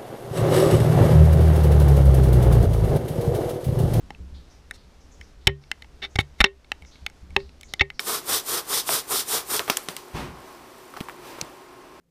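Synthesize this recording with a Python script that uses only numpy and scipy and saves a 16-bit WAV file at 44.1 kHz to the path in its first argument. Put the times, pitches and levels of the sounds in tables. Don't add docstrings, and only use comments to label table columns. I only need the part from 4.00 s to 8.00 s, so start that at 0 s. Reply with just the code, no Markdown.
import sys
import numpy as np
from scipy import signal
from scipy.fft import rfft, irfft
from scipy.io import wavfile
from scipy.ndimage import uniform_filter1d

SR = 44100
rng = np.random.default_rng(int(sys.argv[2]) if len(sys.argv) > 2 else 0)


def transcribe(signal):
    frames = np.atleast_2d(signal).T
    limited = np.clip(frames, -1, 1)
    pcm = np.round(limited * 32767).astype(np.int16)
    wavfile.write(sys.argv[1], SR, pcm)


N = 176400
TIME_S = np.arange(N) / SR
EVENT_S = np.arange(SR // 2) / SR


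def from_db(db):
    return 10 ** (np.asarray(db) / 20)


def unit_rms(x):
    return x / np.sqrt(np.mean(x ** 2) + 1e-20)


def unit_burst(x):
    return x / np.sqrt(np.sum(x ** 2) / (SR / 100) + 1e-20)


def add(out, start_s, x):
    i = int(start_s * SR)
    out[i:i + len(x)] += x[:max(N - i, 0)]


def band(x, edges_hz):
    return signal.sosfilt(signal.butter(2, edges_hz, "band", fs=SR, output="sos"), x + 1e-18)


def ring(x, hz, t60_s):
    radius, angle = from_db(-60 / (t60_s * SR)), 2 * np.pi * hz / SR
    return signal.lfilter([0, np.sin(angle)], [1, -2 * radius * np.cos(angle), radius ** 2], x + 1e-18)


def struck(modes, rise_s):
    ringing = sum(from_db(db) * ring(EVENT_S == 0, hz, t60_s) for hz, db, t60_s in modes)
    return (1 - np.exp(-EVENT_S / rise_s)) * ringing


def noise(spectrum):
    hz, db = np.transpose(spectrum)
    bins_hz = np.maximum(np.arange(N // 2 + 1) * SR / N, 1)
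    gain = from_db(np.interp(np.log(bins_hz), np.log(hz), db))
    return unit_rms(irfft(rfft(rng.standard_normal(N)) * gain, N))


# time in seconds, level in dB.
RUMBLE_ENVELOPE = [(0, -44.5), (.4, -47), (.55, -49), (1.0, -50), (1.3, -48.5), (1.75, -51), (1.92, -48.5),
                   (2.1, -52), (2.3, -51), (2.6, -53.5), (3.15, -51.5), (3.4, -43.5), (3.58, -51),
                   (4, -48.5)]
# frequency in Hz, relative density in dB.
RUMBLE_SPECTRUM = [(20, -6), (40, -3), (55, -4.5), (68, 0.5), (90, -14.5), (125, -14.5), (175, -16.5),
                   (260, -19.5), (450, -26.5), (1000, -77.5)]
def rumble():
    level_db = np.interp(TIME_S, *np.transpose(RUMBLE_ENVELOPE))
    return from_db(level_db) * noise(RUMBLE_SPECTRUM)


# frequency in Hz, relative density in dB.
HISS_SPECTRUM = [(150, -25.5), (250, -8.5), (380, -9.5), (421, -8), (802, -12.5), (860, -13), (3170, -21),
                 (5540, -22.5), (9170, -31.5), (14400, -39.5), (16000, -63.5)]
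def hiss(level_db=-59.5, waver_db=.7):
    waver = unit_rms(uniform_filter1d(rng.standard_normal(N), size=4000))
    return from_db(level_db + waver_db * waver) * noise(HISS_SPECTRUM)


# start in seconds, centre in Hz, gain in dB.
SWISHES = [(0.341, 3900, -53.5), (0.497, 5500, -57), (.765, 4180, -58), (1.0, 5560, -61),
           (1.11, 6330, -57.5), (1.22, 5550, -59.5), (1.405, 3800, -62), (1.61, 5200, -59),
           (2.095, 6300, -60.5), (2.855, 5750, -54.5), (2.91, 3900, -53.5), (3.385, 4430, -52.5),
           (3.635, 6500, -55), (3.68, 4600, -52.5), (3.935, 5100, -55.5)]
def swishes(rise_s=.0076, fade_s=.06, width_hz=1400):
    out = np.zeros(N)
    for start_s, hz, db in SWISHES:
        scuff = unit_rms(band(rng.standard_normal(N), [hz - width_hz / 2, hz + width_hz / 2]))
        age_s = np.maximum(TIME_S - start_s, 0)
        out += from_db(db) * (1 - np.exp(-age_s / rise_s)) * np.exp(-age_s / fade_s) * scuff
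    return out


# start in seconds, gain in dB.
JOLTS = [(.2, -28), (0.234, -37), (0.321, -33.5), (.365, -40), (.84, -43), (1.195, -39), (2.816, -39),
         (3.02, -37), (3.223, -35), (3.299, -34.5), (3.449, -46)]
# frequency in Hz, relative level in dB, T60 in seconds.
JOLT_MODES = [(40.4, 0, .1), (68, 4, 0.22), (179, -10, 0.19)]
def line_jolts():
    out = np.zeros(N)
    jolt = struck(JOLT_MODES, rise_s=.008)
    for start_s, db in JOLTS:
        add(out, start_s, from_db(db) * jolt)
    return out


def shaft_tail(blows, level_db=-33.5, build_s=.0027, t60_s=.13):
    tail = band(rng.standard_normal(len(EVENT_S)), edges_hz=[395, 3800])
    tail *= (1 - np.exp(-EVENT_S / build_s)) * from_db(-60 * EVENT_S / t60_s)
    tail /= np.sqrt(np.sum(tail ** 2))
    return from_db(level_db) * signal.fftconvolve(blows, tail)[:N]


def contact_force(length_s, grit):
    rise = 1 - np.exp(-EVENT_S / (.13 * length_s))
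    release = np.exp(-np.maximum(EVENT_S - length_s, 0) / (.2 * length_s))
    slips = rng.standard_normal(len(EVENT_S)) * rng.exponential(1, len(EVENT_S)) ** .25
    slips *= rise * release
    return (EVENT_S == 0) + grit * slips / np.sqrt(np.sum(slips ** 2))


# frequency in Hz, relative level in dB, base T60 in seconds.
CASE_MODES = [(823, 1, 0.031), (1440, -12, .009), (1860, -4, 0.0097), (2076, -3, .022), (2220, 3.5, .02),
              (2652, 5, 0.0071), (3030, -1.5, 0.01), (3630, 1, 0.0073), (4100, -9, 0.004),
              (5353, -7.5, 0.0098), (6500, -17, .008), (7900, -9.5, 0.0015), (10060, -11.5, 0.002)]
# low edge in Hz, high edge in Hz.
CASE_BANDS_HZ = [(450, 1200), (1200, 2500), (2500, 6500), (6500, 13000)]
def case_contact(main_hz, bands_db, length_s, grit):
    favour_db, favour_octaves, scatter_db = 10.5, .11, 2.5
    body_db, body_hz = -.5, 550
    force = contact_force(length_s, grit)
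    case = from_db(13) * force
    for hz, db, t60_s in CASE_MODES:
        favour = np.exp(-(np.log2(hz / main_hz) / favour_octaves) ** 2)
        gain = from_db(db + favour_db * favour + rng.normal(0, scatter_db))
        case += gain * ring(force, hz, t60_s * (1 + .6 * favour))
    out = from_db(bands_db[0] + body_db) * unit_burst(band(force, [body_hz / 4, body_hz]))
    for k, (edges_hz, db) in enumerate(zip(CASE_BANDS_HZ, bands_db)):
        out += (-1) ** k * from_db(db) * unit_burst(band(case, edges_hz))
    return out


# relative hollow, clack, snap and crack levels in dB.
SPECK_BANDS_DB = [-8, -7, 2, -14.5]
def grit_specks(rate_per_s=2.4, min_gain_db=-58.5):
    out = np.zeros(N)
    gaps, extras_db = -np.log(rng.random((200, 2))).T
    speck = case_contact(main_hz=2500, bands_db=SPECK_BANDS_DB, length_s=.0016, grit=2)
    for start_s, extra_db in zip(np.cumsum(gaps / rate_per_s), extras_db):
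        add(out, start_s, from_db(min_gain_db + extra_db) * speck)
    return out


# frequency in Hz, relative level in dB, T60 in seconds.
MOUNT_LOW_MODES = [(229, -10, 0.063), (393, 0, 0.17), (553.4, -11.5, 0.12), (905, -4.5, 0.063),
                   (1077, -21.5, 0.14)]
MOUNT_HIGH_MODES = [(1852, 0, .125), (2234, -16, .08), (2753, -13, .07), (3644, -8, .055), (5600, -21, .05)]
def mount_ring(length_s, low_db, high_db=-np.inf):
    low = from_db(low_db) * struck(MOUNT_LOW_MODES, rise_s=length_s / 2)
    high = from_db(high_db) * struck(MOUNT_HIGH_MODES, rise_s=length_s / 2)
    return low + high


# start in seconds, length in seconds, main ring in Hz,
# then hollow, clack, snap, crack and low mount gains in dB.
SCRAPES = [(0.733, 0.029, 4100, -65, -56, -70, -49.5, -64),
           (1.479, 0.016, 3030, -33.5, -32, -35.5, -70, -39),
           (2.019, 0.033, 3600, -42.5, -33.5, -28.5, -46.5, -33.5),
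           (2.194, .016, 3550, -47, -30.5, -33.5, -32.5, -56),
           (2.384, .016, 2050, -61.5, -52, -54.5, -56, -67),
           (2.439, .006, 3600, -44, -41, -34.5, -52, -56.5),
           (2.444, 0.019, 3630, -34.5, -28.5, -23.5, -72, -45.5),
           (3.809, .009, 2150, -23.5, -47, -12.5, -72, -63.5)]
def scrapes():
    out = np.zeros(N)
    for start_s, length_s, main_hz, *bands_db, low_db in SCRAPES:
        rasp = case_contact(main_hz, bands_db, length_s, grit=25)
        add(out, start_s, rasp + mount_ring(length_s, low_db))
    return out


# time in seconds, relative level in dB, main ring in Hz,
# then hollow, clack, snap and crack offsets in dB.
TICKS = [(0.104, -23, 747, -6.5, -13, -13.5, -22.5), (0.147, -41, 2700, -23, -6.5, -1.5, -38),
         (0.709, -20, 1840, -20, -2, -49, -9.5), (1.211, -27, 1980, -25, -19, -6.5, -19.5),
         (1.714, -6, 2020, -25.5, -13, -10, -17), (1.821, -19.5, 2010, -35, -17, -17.5, -22.5),
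         (1.844, -34, 813, -50, -8.5, -18, -26), (2.717, -10.5, 2700, -19, -4.5, -14.5, -16.5),
         (2.821, -31, 2120, -18.5, -18.5, -8.5, -16), (2.848, -27, 2800, -27.5, -21.5, -20.5, -32.5),
         (3.063, -11, 3610, -31, -11, -10, -16.5), (3.098, -37, 824, -20, -6, -26, -9.5),
         (3.304, -27.5, 2120, -25, -31, -15.5, -22), (3.492, -41.5, 3680, -19, -17, -5, -23.5),
         (3.61, -30, 3950, -33, -16, -42, -5), (3.631, -36.5, 2080, -31, -8, 0.5, -6),
         (3.736, -7.5, 1944, -21, -20, -13, -13.5), (3.901, -20, 2120, -27, -5, -7, -21.5),
         (3.993, -10, 2040, -21, -11, -5, -11.5)]
def strain_ticks(gain_db=-10.5, delay_s=.000976):
    out = np.zeros(N)
    for time_s, db, main_hz, *bands_db in TICKS:
        tick = case_contact(main_hz, bands_db, length_s=.0016, grit=2)
        add(out, time_s + delay_s, from_db(gain_db + db) * tick)
    return out


# frequency in Hz, relative level in dB, T60 in seconds.
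BOOM_MODES = [(70, -0.5, .22), (142, -5.5, 0.33)]
# start in seconds, contact in seconds, main ring in Hz, then hollow, clack, snap,
# crack and thump gains in dB, thump pitch in Hz, then boom, low mount and high mount gains in dB.
KNOCKS = [(1.471, 0.005, 3030, -24.5, -15.5, -8.5, -15.5, -2, 100, -13.5, -13.5, -20),
          (2.1564, 0.0041, 2094, -34.5, -41, -29, -37.5, -15.5, 90, -45, -43.5, -58),
          (2.1875, 0.0036, 2270, -21, -32, -18, -34.5, -8.5, 100, -27, -35.5, -39),
          (2.4043, 0.0096, 1966, -21, -15, -14, -27, -8, 48, -32.5, -44, -42),
          (2.4417, 0.0045, 1870, -17, -22, -6, -48.5, -29.5, 130, -42, -14.5, -21.5),
          (3.3637, 0.0025, 2500, -31.5, -18.5, -22.5, -36.5, -25, 70, -40, -20, -35.5),
          (3.7949, 0.0044, 3640, -52.5, -43, -25.5, -68, -52.5, 80, -62, -69, -20.5),
          (3.8092, 0.0034, 2200, -69, -13, -18, -59, -12, 80, -26, -20, -18.5)]
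def wall_knocks(thump_t60_cycles=6.1):
    out = np.zeros(N)
    for start_s, length_s, main_hz, *bands_db, thump_db, thump_hz, boom_db, low_db, high_db in KNOCKS:
        clack = case_contact(main_hz, bands_db, length_s, grit=2.9)
        thump = struck([(thump_hz, thump_db, thump_t60_cycles / thump_hz)], rise_s=length_s / 4)
        boom = from_db(boom_db) * struck(BOOM_MODES, rise_s=length_s)
        add(out, start_s, clack + thump + boom + mount_ring(length_s, low_db, high_db))
    return out


def scene(case_cutoff_hz=10800):
    blows = strain_ticks() + wall_knocks() + scrapes() + grit_specks()
    blows = signal.sosfilt(signal.butter(2, case_cutoff_hz, fs=SR, output="sos"), blows)
    return (blows + shaft_tail(blows) + line_jolts() + rumble() + hiss() + swishes())[None]


def record(dry):
    threshold_db, max_duck_db, attack_s, recovery_db_per_s = -1.5, 6.5, .001, 21
    cutoff_hz = 15800
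    over_db = np.clip(20 * np.log10(np.abs(dry[0]) + 1e-9) - threshold_db, 0, max_duck_db)
    recovery_db = recovery_db_per_s * TIME_S
    held_db = np.maximum.accumulate(over_db + recovery_db) - recovery_db
    duck_db = uniform_filter1d(held_db, int(attack_s * SR))
    limited = np.clip(dry * from_db(-duck_db), -1, 1)
    return signal.sosfilt(signal.cheby1(10, .5, cutoff_hz, fs=SR, output="sos"), limited)


dry = scene()
out = record(dry)
transcribe(out)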